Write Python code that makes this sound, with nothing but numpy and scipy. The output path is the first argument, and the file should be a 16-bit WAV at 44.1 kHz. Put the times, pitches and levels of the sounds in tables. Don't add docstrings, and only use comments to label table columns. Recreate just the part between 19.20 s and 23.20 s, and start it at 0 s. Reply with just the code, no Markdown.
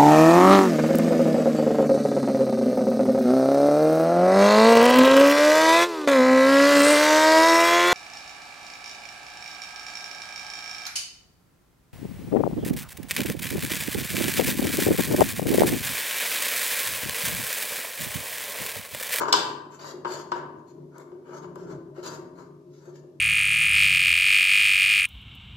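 import sys
import numpy as np
from scipy import signal
from scipy.fft import rfft, irfft
from scipy.io import wavfile
from scipy.ndimage import uniform_filter1d

SR = 44100
rng = np.random.default_rng(int(sys.argv[2]) if len(sys.argv) > 2 else 0)


def materialize(psi):
    bounded = np.clip(np.atleast_2d(psi).T, -1, 1)
    quanta = np.round(bounded * 32767).astype(np.int16)
    wavfile.write(sys.argv[1], SR, quanta)


N = 4 * SR
TIME, TAIL = np.arange(N) / SR, np.arange(SR) / SR

# pitch_hz, relative_db, t60_s
TANK_MODES = [(409, -8, .7), (619, -13, .6), (868, -9, .7), (931, -1, 1.0), (965, -2, .9), (1034, 1, 1.0),
              (1178, -5, .8), (1201, -7, .7), (1328, -11, .6), (1450, -9, .6), (1515, -8, .6)]
FITTING_MODES = [(3158, -5, .25), (3394, 0, .3), (3529, -2, .3), (3629, -3, .3), (4190, 0, .33),
                 (4524, -2, .3), (4720, -2, .35), (4890, -2, .33), (5352, -1, .37), (5793, -5, .3),
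                 (6412, -6, .2), (7315, -9, .3)]
# frequency_hz, correlation
COHERENCE = [(40, 0.6), (140, 0.97), (300, .92), (550, 0.64), (1000, 0.11), (3000, 0.14), (6000, 0.12),
             (9000, .05)]


def from_db(db):
    return 10 ** (np.asarray(db) / 20)


def unit_rms(x):
    return x / np.sqrt(np.mean(x ** 2) + 1e-20)


def unit_energy(response):
    return unit_rms(response) / np.sqrt(response.shape[-1])


def at_hz(points, hz):
    frequency, value = np.transpose(points)
    return np.interp(np.log(np.maximum(hz, 1)), np.log(frequency), value)


def convolve(x, response):
    return signal.fftconvolve(np.atleast_2d(x), np.atleast_2d(response), axes=-1)[:, :x.shape[-1]]


def colour(x, spectrum, size=8192):
    gain = from_db(at_hz(spectrum, np.fft.rfftfreq(size, 1 / SR)))
    cepstrum = irfft(np.log(gain))
    cepstrum[size // 2:] = 0
    response = irfft(np.exp(2 * rfft(cepstrum)))[:size // 2]
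    return convolve(x, unit_energy(response))


def drift(per_s):
    knots = rng.standard_normal(2000)
    return np.interp(TIME * per_s, np.arange(len(knots)), knots)


def stereo_noise(size):
    mid, side = rfft(rng.standard_normal((2, size)))
    alike = at_hz(COHERENCE, np.fft.rfftfreq(size, 1 / SR))
    return unit_rms(irfft(np.sqrt(1 + alike) * mid + np.sqrt(1 - alike) * side * [[1], [-1]], size))


def reverberation(wet_db, scatter_t60_s=0.055, build_s=0.012):
    # frequency_hz, t60_s
    room_t60 = [(150, 1), (400, 0.94), (1000, 0.84), (2000, 0.61), (4000, 0.47), (8000, .4), (13000, 0.43)]
    early = stereo_noise(SR) * from_db(-60 * TAIL / scatter_t60_s)
    for _ in range(6):
        early = irfft(np.exp(1j * np.angle(rfft(early)))) * (TAIL < scatter_t60_s / 2)
    noise, late = rfft(stereo_noise(SR)), 0
    hz = np.fft.rfftfreq(SR, 1 / SR)
    edges_hz = np.geomspace(20, 20000, 16)
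    for low, high in zip(edges_hz, edges_hz[1:]):
        decay = from_db(-60 * TAIL / at_hz(room_t60, np.sqrt(low * high)))
        late = late + irfft(noise * ((hz >= low) & (hz < high))) * decay
    late = unit_energy(late * (1 - np.exp(-TAIL / build_s)))
    return unit_energy(unit_energy(early) + from_db(wet_db) * late)


def ringing(modes, rise_s=0.0014):
    ring = 0
    for hz, db, t60 in modes:
        apart = np.arccos(at_hz(COHERENCE, hz)) * rng.choice([-1, 1]) * np.array([[.5], [-.5]])
        phase = 2 * np.pi * (hz * TAIL + rng.random()) + apart
        ring = ring + from_db(db - 60 * TAIL / t60) * np.sin(phase)
    return unit_energy(ring * (1 - np.exp(-TAIL / rise_s)))


def impulses(times_s, levels_db, span_s=0.0061):
    force = np.zeros(N)
    force[(times_s * SR).astype(int)] = from_db(levels_db) * np.sqrt(span_s * SR)
    return force


def still_air():
    # frequency_hz, density_db
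    air_spectrum = [(20, -12.5), (50, 1), (300, 2), (1000, -5), (2500, -8.5), (6000, -8), (9000, -15),
                    (13000, -12), (15000, -26.5)]
    return from_db(-74) * colour(stereo_noise(N), air_spectrum)


def rumble():
    # time_s, relative_db
    rumble_envelope = [(0, -36.5), (0.301, -39), (0.58, -49.5), (0.76, -45), (1.05, -44), (1.4, -40.5),
                       (1.499, -51), (1.601, -44), (1.748, -50), (2.0, -48), (2.2, -44.5), (2.562, -40.5),
                       (2.669, -47.5), (2.899, -42.5), (3.151, -46.5), (3.423, -53), (3.721, -54),
                       (4, -51.5)]
    boom_envelope = [(0, -51), (0.549, -53.5), (0.78, -49.5), (1.199, -50.5), (1.55, -52.5), (2.02, -55.5),
                     (2.22, -48.5), (2.552, -44.5), (2.75, -52.5), (3.0, -48.5), (3.349, -54), (3.52, -52),
                     (4, -50)]
    # frequency_hz, density_db
    rumble_spectrum = [(20, -41.5), (60, -26.5), (80, -13.5), (110, -5), (170, -10.5), (197, -10), (240, 1),
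                       (305, 2), (345, 8), (415, 8), (470, -15.5), (620, -6), (750, -21), (1000, -14.5),
                       (1600, -35.5), (3000, -52), (8000, -87.5)]
    # pitch_hz, relative_db, t60_s
    room_modes = [(147, 0, 1.2), (175, -6, 1.0), (265, -11, .8), (334, -6, .7), (357, -1, .7),
                  (406, -8, .7), (536, -14, .8), (622, -13, .8)]
    broad = unit_rms(colour(stereo_noise(N + SR), rumble_spectrum)[:, SR:])
    boom = convolve(rng.standard_normal(N + SR), ringing(room_modes))[:, SR:]
    boom_power = uniform_filter1d(np.mean(boom ** 2, axis=0), size=SR // 4)
    rumble_db = np.interp(TIME, *np.transpose(rumble_envelope)) - 3
    boom_db = np.interp(TIME, *np.transpose(boom_envelope)) + 3.5 * drift(per_s=9.7)
    return from_db(rumble_db) * broad + from_db(boom_db) * boom / np.sqrt(boom_power)


def hand_bumps():
    # start_s, level_db
    contacts = [(0.129, -43), (0.735, -32), (0.849, -27.5), (0.904, -34), (1.118, -29.5), (1.803, -39),
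                (1.919, -35.5), (2.085, -35.5), (2.24, -36), (2.356, -31), (2.508, -33.5), (2.775, -29),
                (2.97, -36.5), (3.008, -47), (3.671, -36), (3.714, -51.5), (3.838, -39.5)]
    # frequency_hz, density_db
    bump_spectrum = [(30, -32.5), (100, -20), (150, -8), (200, -13), (300, -15.5), (360, 15), (430, -5),
                     (520, -4), (700, -15), (1500, -37), (4000, -70)]
    force = impulses(*np.transpose(contacts))
    return convolve(force, colour(reverberation(wet_db=-2.5), bump_spectrum))


def nail_ticks():
    # start_s, level_db
    releases = [(0.128, -26.5), (0.519, -67), (1.782, -51.5), (2.357, -56)]
    # frequency_hz, density_db
    tick_spectrum = [(1000, -22), (4000, -11), (6300, -5.5), (7300, 3.5), (8600, -16.5), (12800, -8)]
    tick = colour(reverberation(wet_db=-5.5, scatter_t60_s=0.016), tick_spectrum)
    return convolve(impulses(*np.transpose(releases)), tick)


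def grip(span_s, t60_s=0.022):
    t = TAIL[TAIL < span_s]
    return unit_energy(rng.standard_normal(len(t)) * from_db(-60 * t / t60_s))


def scrapes(slips_per_s=1800, slip_spread_db=3.5, grip_span_s=0.02):
    # start_s, length_s, tank_db, hiss_db
    strokes = [(-0.04, 0.09, -28, -39), (0.069, 0.035, -35, -44), (0.491, 0.097, -53, -55),
               (0.575, 0.075, -44.5, -47), (0.614, 0.13, -43.5, -44), (0.84, 0.15, -41, -41),
               (0.938, 0.1, -45, -47), (1.122, 0.087, -39, -58), (1.359, 0.048, -63.5, -70.5),
               (1.449, 0.08, -84.5, -62.5), (1.691, 0.16, -52, -69), (1.767, 0.067, -51, -58.5),
               (2.028, 0.16, -47, -61.5), (2.11, 0.099, -48.5, -55), (2.206, 0.055, -49.5, -59.5),
               (2.333, 0.16, -53.5, -62.5), (2.446, 0.12, -48.5, -58.5), (2.733, 0.099, -47, -57),
               (2.815, 0.086, -38.5, -40), (2.869, 0.12, -42.5, -46.5), (3.139, 0.11, -48, -58.5),
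               (3.218, 0.064, -61, -70), (3.478, 0.18, -81, -65.5), (3.573, 0.17, -57.5, -62.5),
               (3.718, 0.088, -62, -59.5)]
    # frequency_hz, density_db
    rub_spectrum = [(60, -34.5), (200, -10.5), (400, -1), (620, 1), (780, -7), (980, 0.5), (1250, -3.5),
                    (1600, -6), (1900, -22), (2200, -13.5), (2600, -34), (5000, -48.5)]
    hiss_spectrum = [(500, -13.5), (1800, 1.5), (2400, -4.5), (3100, -1), (3700, -2.5), (4800, 3),
                     (5900, -1), (6900, 5.5), (7800, -9), (8800, -20.5), (10700, -20.5), (12800, -12.5)]
    sizes = from_db(slip_spread_db * np.minimum(rng.exponential(1, N), 4)) * rng.choice([-1, 1], N)
    pressure = from_db(0.5 * drift(per_s=70) + 2 * drift(per_s=220))
    slipping = rng.random(N) < slips_per_s / SR
    slips = unit_rms(sizes * slipping * pressure)
    tank_force, plastic_force = np.zeros((2, N))
    for start_s, length_s, tank_db, hiss_db in strokes:
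        now = (TIME >= start_s) & (TIME < start_s + length_s + grip_span_s)
        progress = np.clip((TIME[now] - start_s) / length_s, 0, 1)
        turn = slips[now] * np.abs(np.sin(np.pi * progress)) ** 1.7
        tank_force[now] += from_db(tank_db) * turn
        plastic_force[now] += from_db(hiss_db) * convolve(turn, grip(grip_span_s))[0]
    tank = colour(reverberation(wet_db=-6), rub_spectrum) + from_db(-7) * ringing(TANK_MODES)
    plastic = colour(reverberation(wet_db=-7), hiss_spectrum) + from_db(-18.5) * ringing(FITTING_MODES)
    return convolve(tank_force, tank) + convolve(plastic_force, plastic)


def knocks():
    # start_s, tank_db, snap_db
    blows = [(0.015, -24, -50), (0.032, -26, -50), (0.054, -28, -56), (0.083, -25, -45.5),
             (0.1252, -18.5, -21), (0.1278, -35, -14.5), (0.1372, -14, -27.5), (0.643, -39, -72),
             (0.8475, -29.5, -58), (0.853, -26.5, -56), (0.868, -34, -58), (1.118, -23.5, -43.5),
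             (1.1233, -30, -55), (1.917, -53.5, -76), (2.092, -53, -76.5), (2.147, -51.5, -72),
             (2.232, -54.5, -68.5), (2.243, -43.5, -82), (2.357, -42.5, -66), (2.399, -57, -72.5),
             (2.502, -48.5, -75.5), (2.521, -52, -67), (3.186, -48.5, -70.5)]
    # frequency_hz, density_db
    tank_spectrum = [(40, -41.5), (150, -27.5), (380, -7), (520, -10.5), (780, -9.5), (980, 4.5),
                     (1250, -9), (1550, -3.5), (1900, -19.5), (2450, -25.5), (2950, -17.5), (3350, -28),
                     (4800, -29.5), (12000, -78)]
    snap_spectrum = [(500, -41.5), (2000, -15), (2600, -10), (3100, -2.5), (3550, -1), (3800, -1),
                     (4150, -3), (4400, -2.5), (4800, 1.5), (5900, -9), (6450, -9.5), (7000, -11),
                     (7700, -10), (8700, -25.5), (10700, -34), (13000, -30)]
    # pitch_hz, relative_db, t60_s
    cavity_modes = [(978, 2.5, 0.054), (1210, -2, 0.0426), (1518, -8, 0.097)]
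    wall_modes = [(2966, -0.5, 0.075), (3200, 1.5, 0.021), (3460, 0, .045), (4180, -3.5, .04),
                  (4950, 5, 0.075), (4710, -3.5, 0.01), (5363, -4, 0.072), (5640, -4, 0.074),
                  (6370, 1.5, .038), (7670, -7, .04)]
    snap = colour(reverberation(wet_db=2, scatter_t60_s=0.035), snap_spectrum)
    fitting_ring = from_db(-9) * ringing(FITTING_MODES)
    knock = colour(reverberation(wet_db=-4), tank_spectrum)
    tank_ring = from_db(-5.5) * ringing(TANK_MODES)
    hollow_note = from_db(-1.5) * ringing(cavity_modes)
    clack = from_db(-2.5) * ringing(wall_modes)
    crack = from_db(1) * colour(reverberation(wet_db=-20, scatter_t60_s=0.016), snap_spectrum)
    start_s, tank_db, snap_db = np.transpose(blows)
    tank = convolve(impulses(start_s, tank_db), knock + tank_ring + hollow_note)
    plastic = convolve(impulses(start_s, snap_db), snap + fitting_ring + clack + crack)
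    return tank + plastic


def scene():
    # frequency_hz, left_minus_right_db
    balance = [(40, 1.5), (120, 0.5), (300, 3), (600, 3), (1100, 5), (2200, 6), (4500, 1), (7000, 4),
               (9500, 15), (13000, 10)]
    work = knocks() + nail_ticks() + hand_bumps() + scrapes() + rumble()
    difference_db = at_hz(balance, np.fft.rfftfreq(2 * N, 1 / SR))
    pan = from_db(difference_db * np.array([[.5], [-.5]]))
    return irfft(rfft(work, 2 * N) * pan)[:, :N] + still_air()


def record(dry, ceiling=0.85, cutoff_hz=13250):
    rounded = ceiling * np.tanh(dry / ceiling)
    low_pass = signal.firwin(301, cutoff_hz, fs=SR, window="blackman")
    return signal.fftconvolve(rounded, low_pass[None], "same", axes=-1)


dry = scene()
out = record(dry)
materialize(out)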